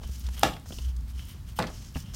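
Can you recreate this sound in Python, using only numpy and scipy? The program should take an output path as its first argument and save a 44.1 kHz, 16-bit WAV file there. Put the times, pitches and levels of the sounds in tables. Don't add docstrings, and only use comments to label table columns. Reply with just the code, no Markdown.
import sys
import numpy as np
from scipy import signal
from scipy.fft import rfft, irfft
from scipy.io import wavfile

SR = 44100
rng = np.random.default_rng(int(sys.argv[2]) if len(sys.argv) > 2 else 0)


def unload_wav(signal):
    wavfile.write(
        sys.argv[1],
        SR,
        np.round(np.clip(np.atleast_2d(signal).T, -1, 1) * 32767).astype(np.int16),
    )


N = 94815
T = np.arange(N) / SR


def amp(db):
    return 10 ** (np.asarray(db) / 20)


def unit_rms(x):
    return x / np.sqrt(np.mean(x ** 2))


def noise():
    return rng.standard_normal(N)


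def shape(x, gain):
    hz = np.maximum(np.fft.rfftfreq(N, 1 / SR), 1)
    return irfft(rfft(x) * gain(hz), N)


def colour(x, points, tilt_db=0):
    hz, db = np.array(points).T
    def gain(f):
        octaves = np.log2(np.maximum(f, hz[0]))
        return amp(np.interp(np.log(f), np.log(hz), db) + tilt_db * octaves)
    return unit_rms(shape(x, gain))


def resonate(x, hz, width):
    return unit_rms(shape(x, lambda f: 1 / (1 + 1j * (f / hz - hz / f) / width) ** 2))


def wander(rate_hz):
    return unit_rms(shape(noise(), lambda f: np.exp(-(f / rate_hz) ** 2)))


def strike(at, rise_s, t60):
    age = np.maximum(T - at, 0)
    return (1 - np.exp(-age / rise_s)) * np.exp(-np.log(1000) * age / t60)


def ring(at, hz, rise_s, t60, phase=0):
    return strike(at, rise_s, t60) * np.sin(2 * np.pi * hz * (T - at) + phase)


def contacts(table, rise_s, width):
    return sum(amp(db) * strike(at, rise_s, t60) * resonate(noise(), hz, width)
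               for at, db, hz, t60 in table)


# frequency in Hz, relative level in dB.
RUMBLE_EQ = [(20, -17), (35, 0.5), (52, 4), (90, 2), (150, -8), (220, -11.5), (320, -26), (500, -62),
             (1000, -44.5)]
HISS_EQ = [(200, 12), (600, -2), (1200, 0.5), (2300, -6.5), (5000, -7.5), (9000, -17), (16000, -17)]
def outdoor_air():
    return amp(-41.5) * colour(noise(), RUMBLE_EQ) + amp(-57.5) * colour(noise(), HISS_EQ)


# upper edge in Hz, level in dB, t60 in seconds.
ECHO_BANDS = [(451, -9.5, 0.37), (1600, -7.5, 0.28), (2700, -4, 0.23), (3900, -5.5, 0.32),
              (10400, -5, 0.27), (19000, -6, 0.34)]
def yard_echo(x):
    response, low_hz = 0, 107.5
    for high_hz, db, t60 in ECHO_BANDS:
        band = shape(noise(), lambda f: (f >= low_hz) & (f < high_hz))
        tail = band * strike(at=0.0038, rise_s=0.0017, t60=t60)
        unity_gain = np.sqrt(2 * (high_hz - low_hz) / SR / np.sum(tail ** 2))
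        response += amp(db) * unity_gain * tail
        low_hz = high_hz
    return signal.fftconvolve(x, response)[:N]


# time in seconds, level in dB.
BOOM_LEVELS = [(0, -42.5), (0.05, -38.5), (0.2, -47.5), (0.25, -30.5), (0.32, -32), (0.36, -39.5),
               (0.53, -40.5), (0.6, -80), (0.79, -52), (0.825, -29.5), (0.91, -29.5), (0.99, -30),
               (1.07, -39), (1.18, -34), (1.25, -55), (1.55, -52), (1.85, -74), (2.15, -53)]
def boom():
    hz = 61.4 * (1 + 0.04 * wander(rate_hz=14.6))
    db = np.interp(T, *np.array(BOOM_LEVELS).T) + 1.5 * wander(rate_hz=26)
    return np.sqrt(2) * amp(db) * np.sin(2 * np.pi * np.cumsum(hz) / SR)


def slips(per_second=8300, spread_db=3):
    clicks = (rng.random(N) < per_second / SR) * np.sign(noise())
    return clicks * amp(spread_db * np.minimum(rng.exponential(size=N), 6))


# frequency in Hz, relative level in dB.
RASP_EQ = [(300, -13.5), (900, -8), (2000, -5), (3400, -3), (4200, -3.5), (5200, -3.5), (8000, -9.5),
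           (9300, -1), (10400, -10), (12500, -3.5), (16000, -9.5)]
# start in seconds, length in seconds, rasp level in dB,
# rasp tilt in dB per octave, hiss level in dB, squeak level in dB.
STROKES = [(0.01, 0.091, -59, -2, -60, -59), (0.066, 0.21, -56, 0, -56, -64.5),
           (0.238, 0.067, -54, -3.5, -67, -65), (0.302, .11, -52, -1, -55.5, -58.5),
           (0.364, 0.074, -45.5, -3, -65, -52), (0.427, 0.016, -45, -5, -38, -64),
           (0.655, 0.2, -54, 1.5, -51.5, -64), (0.814, 0.11, -56.5, -1.5, -60, -59),
           (1.074, 0.053, -57, -1, -63, -72), (1.133, 0.16, -55.5, -1.5, -58.5, -58.5),
           (1.268, 0.071, -49.5, 0, -83, -58.5), (1.285, 0.13, -61, -3.5, -67, -64.5),
           (1.463, .08, -57, -1.5, -62.5, -63.5), (1.557, 0.053, -50, 0.5, -63, -53),
           (1.68, 0.26, -57, -2.5, -53.5, -63.5), (1.938, 0.098, -50.5, 1, -50.5, -60),
           (1.986, 0.24, -59.5, -4.5, -64.5, -59.5), (2.135, 0.029, -44, -3, -41.5, -72)]
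def slides():
    attack, release = 0.38, 0.56
    hiss = resonate(slips(), hz=5700, width=0.54)
    steel_tone = amp(-11.5) * resonate(slips(), hz=5280, width=0.016)
    squeak = resonate(slips(), hz=3063, width=0.17) + steel_tone
    flutter = amp(1.5 * wander(rate_hz=56))
    out = 0
    for at, length, rasp_db, tilt_db, hiss_db, squeak_db in STROKES:
        progress = (T - at) / length
        swell = np.sqrt(np.clip(np.minimum(progress / attack, (1 - progress) / release), 0, 1))
        rasp = colour(slips(), RASP_EQ, tilt_db)
        out += swell * (amp(rasp_db) * rasp + amp(hiss_db) * hiss + amp(squeak_db) * squeak)
    return flutter * out


# start in seconds, level in dB, centre in Hz, t60 in seconds.
GLOVE_CATCHES = [(0.722, -42, 3230, 0.042), (0.785, -40, 2940, 0.024), (1.193, -43, 3100, 0.043),
                 (1.949, -42, 2860, 0.082)]
def glove_squeaks():
    return contacts(GLOVE_CATCHES, rise_s=0.00055, width=0.14)


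# start in seconds, level in dB, centre in Hz, t60 in seconds.
WET_TICKS = [(0.031, -43, 4040, 0.034), (0.074, -40, 11800, 0.016), (0.158, -29.5, 7540, 0.0049),
             (0.195, -34, 12400, 0.012), (0.265, -38, 4620, 0.033), (0.288, -41.5, 5550, 0.025),
             (0.3942, -13.5, 12100, 0.0043), (0.466, -46, 3800, 0.0055), (0.536, -36.5, 3030, 0.029),
             (0.597, -38.5, 8500, 0.0071), (0.785, -34.5, 3760, 0.025), (0.964, -44, 5560, 0.026),
             (1.008, -42.5, 6000, 0.0095), (1.193, -35, 1780, 0.017), (1.252, -42.5, 10300, 0.018),
             (1.565, -32.5, 12000, 0.01), (1.5875, -20.5, 8900, 0.0052), (1.593, -25, 3980, 0.0087),
             (1.624, -22, 3600, 0.011), (1.668, -38, 3520, 0.06), (1.699, -46, 7000, 0.024),
             (1.844, -48, 3940, 0.022), (1.925, -38, 9000, .006), (1.951, -49, 3970, 0.025),
             (1.968, -27, 2130, 0.005)]
def wet_ticks():
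    return contacts(WET_TICKS, rise_s=0.0012, width=0.91)


# start in seconds, level in dB, centre in Hz, t60 in seconds.
FLESH_BUMPS = [(0.014, -42, 200, 0.061), (0.034, -42, 530, 0.058), (0.092, -43, 227, .04),
               (0.287, -36, 1090, 0.017), (0.437, -25.5, 192, 0.24), (0.486, -35, 1200, 0.044),
               (0.565, -39.5, 1180, 0.035), (0.632, -66, 700, 0.015), (0.657, -47.5, 694, 0.05),
               (0.706, -30.5, 200, 0.022), (0.708, -56, 1010, 0.016), (0.722, -38.5, 238, 0.057),
               (0.785, -42, 408, 0.037), (1.345, -50, 158, 0.14), (1.594, -28, 145, 0.33),
               (1.600, -21.5, 715, 0.024), (1.615, -23, 300, 0.048), (1.628, -29.5, 1280, 0.03),
               (1.639, -27, 630, 0.045), (1.681, -37.5, 510, 0.09), (1.702, -30, 219, 0.016),
               (1.957, -28, 505, 0.028), (1.967, -36, 594, 0.031)]
def flesh_bumps():
    return contacts(FLESH_BUMPS, rise_s=0.00087, width=2.02)


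# start in seconds, level in dB, pitch in Hz, t60 in seconds.
TABLE_THUDS = [(0.038, -28, 43, 0.099), (0.094, -24, 64.5, 0.14), (1.689, -27, 59.6, 0.073),
               (1.955, -20, 69.6, 0.13), (1.961, -23.5, 144.6, 0.083), (1.958, -24, 252, 0.074),
               (2.043, -27.5, 126, 0.051)]
def table_thuds():
    return sum(amp(db) * ring(at, hz, rise_s=0.0034, t60=t60) for at, db, hz, t60 in TABLE_THUDS)


# pitch in Hz, relative level in dB, t60 in seconds.
BOWL_MODES = [(163.2, -4.5, 0.57), (241, -3, 0.34), (283, -8.5, 0.33), (513, 1, 0.27), (612, 1, 0.29),
              (658, 0.5, .22), (805, -4.5, 0.1), (1117, -3.5, 0.34), (1227, -4, 0.28), (1300, -7.5, 0.25),
              (2370, 0, .16), (2664, -4, .18), (2777, 0, 0.17), (5730, -4, .15)]
def bowl_ring(hits):
    out, hardest_db = 0, max(crack_db for *_, crack_db, _, _ in hits)
    for at, *_, crack_db, _, ring_db in hits:
        tilt_db = -0.3 * (hardest_db - crack_db)
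        for hz, mode_db, t60 in BOWL_MODES:
            level = amp(ring_db + mode_db + tilt_db * max(np.log2(hz / 700), 0))
            out += level * ring(at, hz, rise_s=0.0021, t60=t60, phase=rng.uniform(0, 2 * np.pi))
    return out


# frequency in Hz, relative level in dB.
CRACK_EQ = [(200, -23), (600, 6), (1300, 8), (2100, -5), (2750, 0), (3100, -1.5), (3800, 0.5), (4300, -7),
            (4700, -4), (5700, -7.5), (8700, -13), (10400, -19), (11800, -13.5), (13500, -19), (16000, -23)]
def wet_crack(at, decay_s, rise_s=0.00024):
    envelope = strike(at, rise_s, decay_s)
    spectrum = rfft(noise() * envelope)
    flat_burst = irfft(spectrum / (np.abs(spectrum) + 1e-9), N)
    gate = np.sqrt(strike(at, rise_s, 2 * decay_s))
    return colour(flat_burst * gate, CRACK_EQ) * np.sqrt(np.mean(envelope ** 2))


# start in seconds, pop level in dB, pop pitch in Hz, pop t60 in seconds,
# crack level in dB, crack decay in seconds, bowl ring level in dB.
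FISH_SLAPS = [(0.4320, -5, 791, 0.018, -8.5, 0.014, -32), (1.5893, -11.5, 833, 0.018, -25.5, 0.03, -34)]
def fish_slaps():
    out = 0
    for at, pop_db, pop_hz, pop_t60, crack_db, decay_s, _ in FISH_SLAPS:
        pop = ring(at, pop_hz, rise_s=0.00043, t60=pop_t60)
        crack = wet_crack(at, decay_s)
        crack += amp(-0.5) * wet_crack(at + 0.00185, decay_s)
        squirt = amp(-18.5) * strike(at + 0.0079, rise_s=0.0045, t60=0.11)
        spray = squirt * resonate(noise(), hz=2360, width=1.05)
        out += amp(pop_db) * pop + amp(crack_db) * (crack + spray)
    return out


def scene():
    slaps = fish_slaps()
    handling = flesh_bumps() + wet_ticks() + glove_squeaks() + table_thuds()
    mix = outdoor_air() + bowl_ring(FISH_SLAPS) + handling + slaps
    echo = yard_echo(slaps + amp(-6) * handling)
    return (mix + echo + slides() + boom())[None]


def record(dry):
    low_pass = signal.ellip(10, 0.2, 70, 15900, fs=SR, output="sos")
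    return signal.sosfilt(low_pass, dry)


dry = scene()
out = record(dry)
unload_wav(out)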